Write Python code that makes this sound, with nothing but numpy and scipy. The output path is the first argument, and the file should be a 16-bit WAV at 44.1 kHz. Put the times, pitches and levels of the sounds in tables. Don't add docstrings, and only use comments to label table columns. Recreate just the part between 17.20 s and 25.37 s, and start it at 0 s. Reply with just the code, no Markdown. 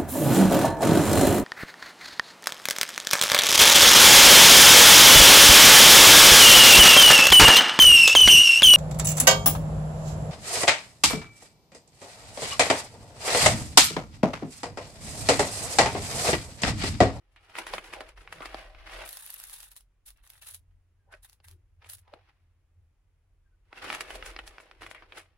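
import sys
import numpy as np
from scipy import signal
from scipy.fft import rfft, irfft, next_fast_len
from scipy.io import wavfile
from scipy.ndimage import uniform_filter1d

SR = 44100
rng = np.random.default_rng(int(sys.argv[2]) if len(sys.argv) > 2 else 0)


def to_wav(s):
    ch = np.atleast_2d(s).T
    pcm = np.round(np.clip(ch, -1, 1) * 32767)
    wavfile.write(sys.argv[1], SR, pcm.astype(np.int16))


N = 360297
TIME = np.arange(N) / SR
CONTACT_TIME = TIME[:3200] - TIME[400]
STRAIN_S = .002

# frequency in Hz, side over mid in dB.
STEREO_WIDTH = [(60, -19), (200, -7.5), (400, -12), (700, -6), (1300, -5), (2400, -3), (4400, 0),
                (8000, 0.5)]
# frequency in Hz, relative level in dB.
AIR_SPECTRUM = [(130, 5.5), (200, -8.5), (320, -7), (600, -12.5), (1200, -15), (2500, -18.5), (4000, -26.5),
                (7000, -26.5), (11000, -33.5), (15500, -34.5)]
STAND_SPECTRUM = [(12, -27.5), (25, -18), (35, -8), (44, -1), (52, -8), (65, -23), (120, -43), (400, -82.5)]
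TABLE_SPECTRUM = [(30, -34), (65, -20.5), (78, -4), (87, 0), (97, -4), (115, -23.5), (200, -46),
                  (600, -68.5)]
# start in seconds, length in seconds, level in dB.
STAND_JOLTS = [(.11, 0.063, -64.5), (.5, .08, -53), (.68, 0.31, -58), (.98, 0.056, -52.5),
               (1.27, 0.38, -51), (1.75, 0.066, -48), (2.25, 0.43, -65), (2.88, .15, -60),
               (3.52, 0.033, -60), (3.95, 0.07, -60.5), (4.3, 0.25, -66), (5.82, .06, -71),
               (6.13, .35, -66), (6.62, 0.34, -62.5), (6.95, .21, -49), (7.24, 0.055, -52),
               (7.6, .04, -55.5), (7.83, 0.037, -60)]
TABLE_JOLTS = [(.17, 0.18, -70), (.48, 0.074, -66.5), (.7, .15, -69), (.97, .19, -65), (1.68, .15, -66),
               (3.13, .15, -69), (3.38, 0.037, -57.5), (3.52, 0.031, -60), (3.62, 0.49, -68.5),
               (4.3, 0.053, -54), (4.44, .06, -69), (4.57, 0.25, -60.5), (4.9, 0.13, -65.5),
               (5.24, 0.06, -64.5), (5.33, .12, -72), (5.58, 0.069, -59), (5.86, 0.63, -71),
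               (6.66, 0.026, -60), (7.17, 0.026, -72), (7.6, .08, -63.5), (7.84, 0.42, -68.5)]
# time in seconds, effort in dB.
PICKING_UP_EFFORT = [(0.0, -75.5), (0.208, -79), (0.336, -64.5), (0.496, -53), (0.59, -51.5), (0.688, -53),
                     (0.904, -55), (0.95, -73)]
TIPPING_EFFORT = [(0.96, -64), (1.094, -59), (1.278, -49), (1.446, -60.5), (1.682, -74), (1.834, -60),
                  (1.87, -66)]
FOLDING_EFFORT = [(6.45, -86), (6.568, -81), (6.69, -48), (6.724, -50), (6.782, -44), (6.866, -49.5),
                  (7.038, -52), (7.294, -56.5), (7.404, -57), (7.6, -65.5)]
PUTTING_DOWN_EFFORT = [(7.61, -53), (7.712, -57), (7.822, -60), (7.87, -66), (7.972, -52), (8.022, -68),
                       (8.17, -78)]
# frequency in Hz, relative level in dB.
CRINKLE_SPECTRUM = [(300, -25), (700, -3.5), (1000, -3.5), (1400, -3), (2100, -3.5), (2900, -6.5),
                    (3800, -12.5), (5500, -17), (7000, -31.5), (15000, -35.5)]
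BODY_SPECTRUM = [(70, -26.5), (140, -9), (220, -13.5), (330, -2), (480, 2.5), (680, -5), (900, -14.5),
                 (1500, -30), (5000, -57.5)]
CRACKLE_SPECTRUM = [(1500, -11), (4000, -1), (6000, -0.5), (8000, 0), (11000, -6), (12500, -10.5),
                    (15500, -15.5)]
# peak time in seconds, relative levels of crinkle and
# of crackle in dB, rise and fall in seconds.
FOIL_SCRUNCHES = [(0.125, -81, -76, 0.0077, .02), (0.25, -58, -70, 0.039, 0.023),
                  (0.299, -51, -65, 0.0058, 0.015), (0.363, -44, -64.5, .005, .012),
                  (0.387, -34, -45, 0.017, 0.028), (0.479, -41, -49, 0.0045, 0.022),
                  (0.549, -36.5, -43.5, 0.018, 0.018), (0.645, -51.5, -53.5, 0.0055, 0.043),
                  (0.731, -41.5, -56, 0.0042, 0.027), (0.89, -57, -53, 0.0032, 0.0072),
                  (0.977, -44, -66, 0.0032, 0.0039), (1.017, -56, -61.5, 0.025, 0.016),
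                  (1.155, -54, -59.5, 0.026, 0.025), (1.26, -50, -58, .02, 0.0095),
                  (1.387, -45.5, -60.5, 0.052, 0.062), (1.672, -43, -64, 0.0082, 0.016),
                  (1.6, -52, -86, 0.023, 0.035), (1.729, -40, -51.5, 0.027, 0.081),
                  (1.821, -43.5, -57.5, .03, 0.032), (3.512, -76, -100, .004, .012),
                  (3.925, -52.5, -60, 0.0062, 0.027), (4.626, -56, -84.5, 0.0094, 0.022),
                  (4.666, -53.5, -58, 0.0068, 0.012), (4.93, -64, -94, 0.065, 0.15),
                  (5.095, -63, -91.5, 0.017, 0.0084), (6.582, -41, -58, 0.016, 0.013),
                  (6.621, -40.5, -56, 0.0032, 0.06), (6.751, -37, -47, 0.054, 0.0074),
                  (6.905, -44.5, -56, 0.015, 0.016), (6.955, -46, -49.5, 0.023, 0.012),
                  (7.065, -47, -46.5, 0.011, 0.02), (7.105, -48.5, -56, 0.037, 0.0096),
                  (7.271, -60, -51, 0.006, 0.018), (7.41, -82.5, -59, 0.0069, 0.017),
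                  (7.621, -42.5, -55, 0.0074, 0.024), (7.708, -67, -52, 0.0053, 0.0073),
                  (7.977, -42, -46.5, 0.0088, 0.022)]
# time in seconds, relative level in dB, pitch in Hz, relative levels
# of edge click and of crack in dB, flutter decay in seconds.
FOLD_SNAPS = [(0.16, -41.5, 2440, -41, -22.5, 0.022), (0.352, -23.5, 1660, -42, -26, 0.0043),
              (0.384, -19.5, 1150, -30.5, -13, 0.0035), (0.394, -29.5, 615, -24, -18, 0.017),
              (0.466, -23, 1520, -26, -16, 0.0042), (0.535, -17, 660, -11.5, -24, 0.0048),
              (0.543, -43, 527, -19, -28, 0.0016), (0.58, -19, 1530, -44, -24.5, 0.0039),
              (0.735, -20, 1430, -15.5, -22.5, 0.0015), (0.805, -25, 760, -12, -21, 0.0099),
              (1.074, -29.5, 1560, -27, -45, 0.0014), (1.124, -23.5, 2000, -24, -19, 0.0045),
              (1.204, -30, 315, -13, -29, 0.0048), (1.219, -29.5, 1290, -31, -21, 0.003),
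              (1.227, -40, 1330, -23, -10.5, 0.0035), (1.255, -26, 1160, -7, -16, 0.0051),
              (1.343, -20.5, 726, -14.5, -30, 0.002), (1.547, -37, 2680, -35, -38, 0.0025),
              (3.937, -35.5, 1460, -14, -30.5, 0.0024), (4.2, -53.5, 660, -6, -25, 0.0041),
              (4.644, -38.5, 2640, -27, -22.5, 0.0035), (4.877, -47, 790, -13.5, -28, 0.0042),
              (4.936, -31, 630, -14, -32, 0.0016), (6.527, -29.5, 880, -18, -35, 0.0022),
              (6.641, -26.5, 650, -13.5, -17, 0.022), (6.692, -28, 2140, -10, -28, 0.0048),
              (6.7, -15.5, 1610, -17, -28, 0.0033), (6.726, -19.5, 1990, -23, -19.5, 0.0026),
              (6.747, -22.5, 1960, -31, -10.5, 0.0042), (6.806, -18.5, 2030, -8.5, -13, 0.0061),
              (6.904, -25.5, 2170, -24, -20, 0.0039), (6.954, -33.5, 400, -6, -6.5, 0.0042),
              (7.024, -25, 1650, -24, -45, 0.0023), (7.06, -29.5, 2550, -12, -9, 0.0021),
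              (7.162, -26, 1690, -5.5, -44, 0.0023), (7.188, -24, 1410, -50, -26.5, 0.0064),
              (7.275, -35, 2160, 0.5, -6.5, 0.0014), (7.381, -29, 1540, -17, -43, 0.0018),
              (7.4, -37, 905, -15, -27, 0.0068), (7.511, -35.5, 890, -10.5, -30, 0.0026),
              (7.618, -30.5, 780, -21, -23.5, 0.0025), (7.663, -28, 1890, -40, -21.5, 0.0014),
              (7.711, -26.5, 1800, -42, -18.5, 0.0013), (7.746, -33.5, 1430, -35, -21, 0.015),
              (7.821, -36.5, 800, -20.5, -47, 0.018), (7.921, -31, 1940, -37, -33, 0.0045)]
# peak time in seconds, pitch in Hz, level in dB, rise and fall
# in seconds.
CAVITY_RINGS = [(0.545, 184, -55, 0.0015, 0.038), (0.545, 554, -32, .005, 0.0023),
                (0.762, 754, -46.5, 0.013, 0.03), (0.80, 596, -49, 0.047, 0.039),
                (1.189, 153, -58, 0.0608, 0.03), (1.23, 1220, -38.5, 0.01597, 0.014),
                (1.365, 665, -52, 0.026, 0.14), (1.825, 610, -48, 0.072, 0.042),
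                (3.882, 480, -69, 0.0057, 0.014), (3.895, 840, -67.5, 0.014, 0.03),
                (3.932, 1520, -51, 0.011, 0.017), (3.942, 620, -53.5, 0.013, 0.015),
                (4.249, 1860, -58.5, 0.0055, 0.0082), (4.349, 351, -70.5, 0.04, 0.037),
                (4.882, 874, -61, 0.011, 0.025), (4.939, 607, -44.5, 0.0071, 0.0044),
                (4.964, 480, -59.5, 0.014, 0.019), (4.96, 755, -61.5, .012, 0.035),
                (5.097, 975, -68.5, 0.0099, 0.012), (6.531, 1010, -50.5, 0.0078, 0.0074),
                (6.721, 266, -51, 0.071, 0.032), (6.811, 437, -44, 0.0027, 0.0057),
                (6.92, 458, -53.5, 0.034, 0.17), (7.192, 410, -44, 0.0016, 0.0039),
                (7.63, 288, -65, 0.0094, 0.094), (7.779, 2060, -53.5, 0.042, 0.02)]
# time in seconds, relative level in dB, ping over tick in dB.
BEAN_IMPACTS = [(1.851, -36, -8), (1.889, -29.5, 0), (1.9276, -32, 3), (1.9693, -30, 1.5),
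                (2.062, -34.5, 3), (2.1018, -29.5, 2), (2.1236, -49, 10), (2.14, -35, 10.5),
                (2.162, -51, -2), (2.1984, -31.5, 1), (2.237, -29.5, -4), (2.2953, -33.5, -6),
                (2.329, -36, -6), (2.3382, -32.5, -6), (2.4022, -33, -15), (2.4284, -33, -12),
                (2.4397, -41, -6), (2.5146, -40, -3), (2.532, -53, 1), (2.563, -36, -5), (2.606, -46, -10),
                (2.8866, -41, -11), (2.903, -41, -7), (2.972, -55.5, -19), (3.0732, -43, -9),
                (3.1002, -35, 0.5), (3.133, -45.5, -4), (3.1774, -48, -15), (3.2212, -36.5, -29),
                (3.2715, -35, -19), (3.3437, -32.5, -3), (4.047, -49, 5), (4.0952, -41, -21),
                (4.1285, -44, -20), (4.2824, -37, -23), (4.3107, -42.5, -26), (4.697, -31, -2),
                (4.733, -36, 3), (4.782, -47, -13)]
# frequency in Hz, relative level in dB.
TICK_SPECTRUM = [(300, -20.5), (700, -2), (2000, -1), (5000, 1.5), (8000, -0.5), (12000, 0.5), (16000, -2)]
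SLIDE_SPECTRUM = [(900, -32), (2500, -8.5), (3800, 0), (4700, -4.5), (7000, -2), (9000, 2.5), (12000, 2),
                  (13200, -0.5), (16000, -3)]
KNOCK_SPECTRUM = [(250, -30), (480, -8.5), (620, -8), (1700, 4.5), (2600, -4.5), (4000, -3.5),
                  (9000, -42.5)]
# start in seconds, length in seconds, relative levels of
# sliding on foil and of knocking in the funnel in dB.
POURS = [(1.86, 0.59, -47, -55.5), (2.327, 0.0082, -49, -71), (2.467, 0.02, -59.5, -65),
         (2.517, 0.0038, -55.5, -63), (2.565, 0.011, -51, -65.5), (2.865, 0.025, -49.5, -63.5),
         (2.961, 0.047, -85, -71.5), (3.038, 0.031, -62, -64), (3.12, 0.064, -63, -64),
         (3.22, 0.025, -53.5, -57.5), (3.268, 0.045, -46, -57), (3.342, 0.007, -45, -71),
         (4.034, 0.022, -54, -62), (4.125, 0.0036, -68, -71), (4.245, 0.0079, -58.5, -63),
         (4.282, 0.047, -69, -70.5), (4.692, 0.054, -47, -61), (4.784, 0.0035, -62, -72)]
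# frequency in Hz, bandwidth in Hz, relative gain in dB.
FUNNEL_MODES = [(620, 78, -6.5), (892, 43, 5.5), (1160, 82, -4), (1520, 48, -25), (1820, 93, -13),
                (2290, 120, -15), (2710, 160, 4.5), (3665, 120, 4.5)]
# start in seconds, length in seconds, pitch in Hz, level in dB.
FINGER_SQUEAKS = [(3.8, .055, 1630, -85), (6.263, .018, 1600, -77.5), (6.325, 0.023, 1510, -81)]


def from_db(db):
    return 10 ** (np.asarray(db) / 20)


def rms_one(x):
    return x / np.sqrt(np.mean(x ** 2) + 1e-30)


def running_power(x, samples):
    return uniform_filter1d(np.mean(x ** 2, axis=0), size=samples)


def peak_one(x):
    return x / np.sqrt(running_power(x, 44).max())


def colour(x, spectrum):
    size = 2 * next_fast_len(x.shape[-1] // 2 + 2048)
    hz, db = np.transpose(spectrum)
    curve = np.interp(np.log(np.arange(size // 2 + 1) * SR / size + 1), np.log(hz), db)
    cepstrum = irfft(np.log(from_db(curve)))[:size // 2]
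    cepstrum[1:] *= 2
    return irfft(rfft(x, size) * np.exp(rfft(cepstrum, size)))[..., :x.shape[-1]]


def band(x, low_hz, high_hz, order=2):
    sections = signal.butter(order, [low_hz, min(high_hz, .45 * SR)], "band", fs=SR, output="sos")
    return signal.sosfilt(sections, x)


def stereo_noise(size):
    mid, side = rng.standard_normal((2, size))
    return mid + colour(side, STEREO_WIDTH) * [[1], [-1]]


def add(out, s, sound):
    start = round(s * SR)
    out[:, start:start + sound.shape[-1]] += sound[:, :N - start]


def swell(t, rise_s, fall_s):
    return np.exp(np.maximum(np.minimum(t / rise_s, -t / fall_s), -40))


def held(start_s, length_s, attack_s, release_s, sag_db_per_s=0):
    hold = np.clip(TIME - start_s, 0, length_s)
    return swell(TIME - start_s - hold, attack_s, release_s) * from_db(-sag_db_per_s * hold)


def decaying(impulses, decay_s):
    return signal.lfilter([1], [1, -np.exp(-1 / (decay_s * SR))], impulses + 1e-9)


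def grains(spectrum, per_s, spread_db, decay_s):
    sizes = from_db(spread_db * np.minimum(rng.exponential(1, N), 4))
    contacts = sizes * (rng.random(N) < per_s / SR)
    power = decaying(contacts ** 2, decay_s / 2)
    power = power / uniform_filter1d(power, size=1300)
    return rms_one(colour(stereo_noise(N) * np.sqrt(power), spectrum))


def room_air(level_db=-76):
    return from_db(level_db) * rms_one(colour(stereo_noise(N), AIR_SPECTRUM))


def jolt_envelope(jolts, rest_db, attack_s=.053, release_s=.048):
    power = sum((from_db(db) * held(s, length_s, attack_s, release_s)) ** 2 for s, length_s, db in jolts)
    return np.sqrt(from_db(rest_db) ** 2 + power)


def sway(spectrum):
    motion = colour(stereo_noise(N), spectrum)
    return motion / np.sqrt(running_power(motion, 4000))


def rumble(coupling_db=-21.5):
    stand = jolt_envelope(STAND_JOLTS, rest_db=-71)
    table = np.hypot(jolt_envelope(TABLE_JOLTS, rest_db=-82), from_db(coupling_db) * stand)
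    return stand * sway(STAND_SPECTRUM) + table * sway(TABLE_SPECTRUM)


def effort(move, firm_grip_db=-50):
    times, db = np.transpose(move)
    return from_db(np.interp(TIME, times, db) - firm_grip_db) * (TIME >= times[0]) * (TIME <= times[-1])


def crinkling(scrunch_db=-3, scrunch_body_db=-14):
    moves = PICKING_UP_EFFORT, TIPPING_EFFORT, FOLDING_EFFORT, PUTTING_DOWN_EFFORT
    work = sum(effort(move) for move in moves) + 1e-9
    crinkle = from_db(-53) * work
    body = from_db(-57) * work ** .94
    crackle = from_db(-66) * work ** 1.3
    for s, crinkle_db, crackle_db, rise_s, fall_s in FOIL_SCRUNCHES:
        crush = from_db(scrunch_db) * swell(TIME - s, rise_s, fall_s)
        crinkle += from_db(crinkle_db) * crush
        body += from_db(crinkle_db + scrunch_body_db) * crush
        crackle += from_db(crackle_db) * crush
    return (crinkle * grains(CRINKLE_SPECTRUM, per_s=1200, spread_db=3.5, decay_s=.0079)
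            + body * grains(BODY_SPECTRUM, per_s=600, spread_db=8, decay_s=.026)
            + crackle * grains(CRACKLE_SPECTRUM, per_s=4100, spread_db=3.5, decay_s=.0023))


def fold_snaps(flutter=.074, band_ratio=2.3, edge_gain_db=5, crack_gain_db=3, gain_db=-7):
    out, t = np.zeros((2, N)), CONTACT_TIME
    for s, db, hz, edge_db, crack_db, decay_s in FOLD_SNAPS:
        push = (t == 0) + flutter * stereo_noise(len(t)) * swell(t, .0012, decay_s)
        panel = band(push, hz / band_ratio, hz * band_ratio, order=1)
        panel = peak_one(band(panel, 230, np.clip(2.7 * hz, 1000, 3300), order=4))
        edge = from_db(edge_db + edge_gain_db) * peak_one(band(push, 1900, 5200, order=6))
        burst = stereo_noise(len(t)) * swell(t, rise_s=.0023, fall_s=.0077)
        crack = from_db(crack_db + crack_gain_db) * peak_one(colour(burst, CRACKLE_SPECTRUM))
        add(out, s + STRAIN_S + t[0], from_db(db + gain_db) * (panel + edge + crack))
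    return out


def panel_echo(x, delay_s=.002, wander=.25, reflection=.28):
    moments = np.arange(0, TIME[-1], .12)
    drift = np.interp(TIME, moments, rng.standard_normal(len(moments)))
    travel_s = delay_s * np.exp(wander * drift)
    echo = np.array([np.interp(TIME - travel_s, TIME, channel) for channel in x])
    return x - reflection * echo


def bag_cavity(quality_factor=3.7):
    out, t = np.zeros((2, N)), TIME[:SR // 2] - TIME[SR // 5]
    band_ratio = 1 + .5 / quality_factor
    for s, hz, db, rise_s, fall_s in CAVITY_RINGS:
        ringing = band(stereo_noise(len(t)), hz / band_ratio, hz * band_ratio)
        ringing = ringing / np.sqrt(running_power(ringing, 900) + 1e-20)
        add(out, s + t[0], from_db(db) * ringing * swell(t, rise_s, fall_s))
    return out


def bean_impacts(gain_db=-6, burr_hz=11810):
    out, t = np.zeros((2, N)), CONTACT_TIME
    tap = swell(t, rise_s=.0003, fall_s=.0009)
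    rattle = .17 * swell(t, rise_s=.024, fall_s=.019)
    ring = swell(t, rise_s=.00049, fall_s=.0007)
    for s, db, ping_db in BEAN_IMPACTS:
        tick = peak_one(colour(stereo_noise(len(t)) * (tap + rattle), TICK_SPECTRUM))
        cycles = burr_hz * rng.normal(1, .0125) * t + rng.random((2, 1))
        ping = from_db(ping_db) * peak_one(np.sin(2 * np.pi * cycles) * ring)
        add(out, s + STRAIN_S + t[0], from_db(db + gain_db) * (tick + ping))
    return out


def funnel(strikes_per_s=70, ring_db=-4):
    rings = 0
    for hz, width_hz, db in FUNNEL_MODES:
        strikes = from_db(2.9 * rng.standard_normal(N)) * (rng.random(N) < strikes_per_s / SR)
        force = decaying(strikes, decay_s=.001) * stereo_noise(N)
        rings += from_db(db) * signal.lfilter(*signal.iirpeak(hz, hz / width_hz, fs=SR), force)
    knocks = grains(KNOCK_SPECTRUM, per_s=800, spread_db=6, decay_s=.0065)
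    return rms_one(knocks + from_db(ring_db) * rms_one(rings))


def bean_stream(knock_gain_db=-1):
    sliding = knocking = 0
    for s, length_s, foil_db, funnel_db in POURS:
        flow = held(s, length_s, attack_s=.0044, release_s=.014, sag_db_per_s=8.5)
        sliding += from_db(foil_db) * flow
        knocking += from_db(funnel_db + knock_gain_db) * flow
    rustle = grains(SLIDE_SPECTRUM, per_s=3900, spread_db=9.5, decay_s=.0078)
    return sliding * rustle + knocking * funnel()


def finger_squeaks(fall_hz_per_s=1200, fade_s=.009):
    out = 0
    waver = 1 + .014 * rms_one(band(rng.standard_normal(N), 13, 300))
    for s, length_s, hz, db in FINGER_SQUEAKS:
        pitch_hz = (hz - fall_hz_per_s * (TIME - s)) * waver
        tone = np.sin(2 * np.pi * np.cumsum(pitch_hz) / SR)
        out += from_db(db) * held(s, length_s, fade_s, fade_s) * tone
    return out


def from_right(x, lag_samples):
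    return np.array([np.pad(x[0], (lag_samples, 0))[:N], x[1]])


def scatter(x, wet_db=-16, t60_s=.054, top_hz=5000):
    t = TIME[:SR // 2]
    tail = band(stereo_noise(len(t)), 230, top_hz, order=1) * from_db(-60 * t / t60_s) * (t > .004)
    tail = tail / np.sqrt(np.sum(tail ** 2) / 2)
    return from_db(wet_db) * signal.fftconvolve(x, tail, axes=1)[:, :N]


def scene():
    bag = panel_echo(fold_snaps() + crinkling()) + bag_cavity() + finger_squeaks()
    beans = bean_stream() + bean_impacts()
    near = from_right(bag, lag_samples=1) + from_right(beans, lag_samples=3)
    return near + scatter(near) + rumble() + room_air()


def record(dry, port_hz=10400, port_width_hz=1000, port_gain=1.78, treble_db=-3, cutoff_hz=16000):
    port = signal.lfilter(*signal.iirpeak(port_hz, port_hz / port_width_hz, fs=SR), dry)
    heard = colour(dry + port_gain * port, [(3000, .0024), (8000, treble_db)])
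    return signal.sosfilt(signal.ellip(12, .2, 70, cutoff_hz, fs=SR, output="sos"), heard)


dry = scene()
out = record(dry)
to_wav(out)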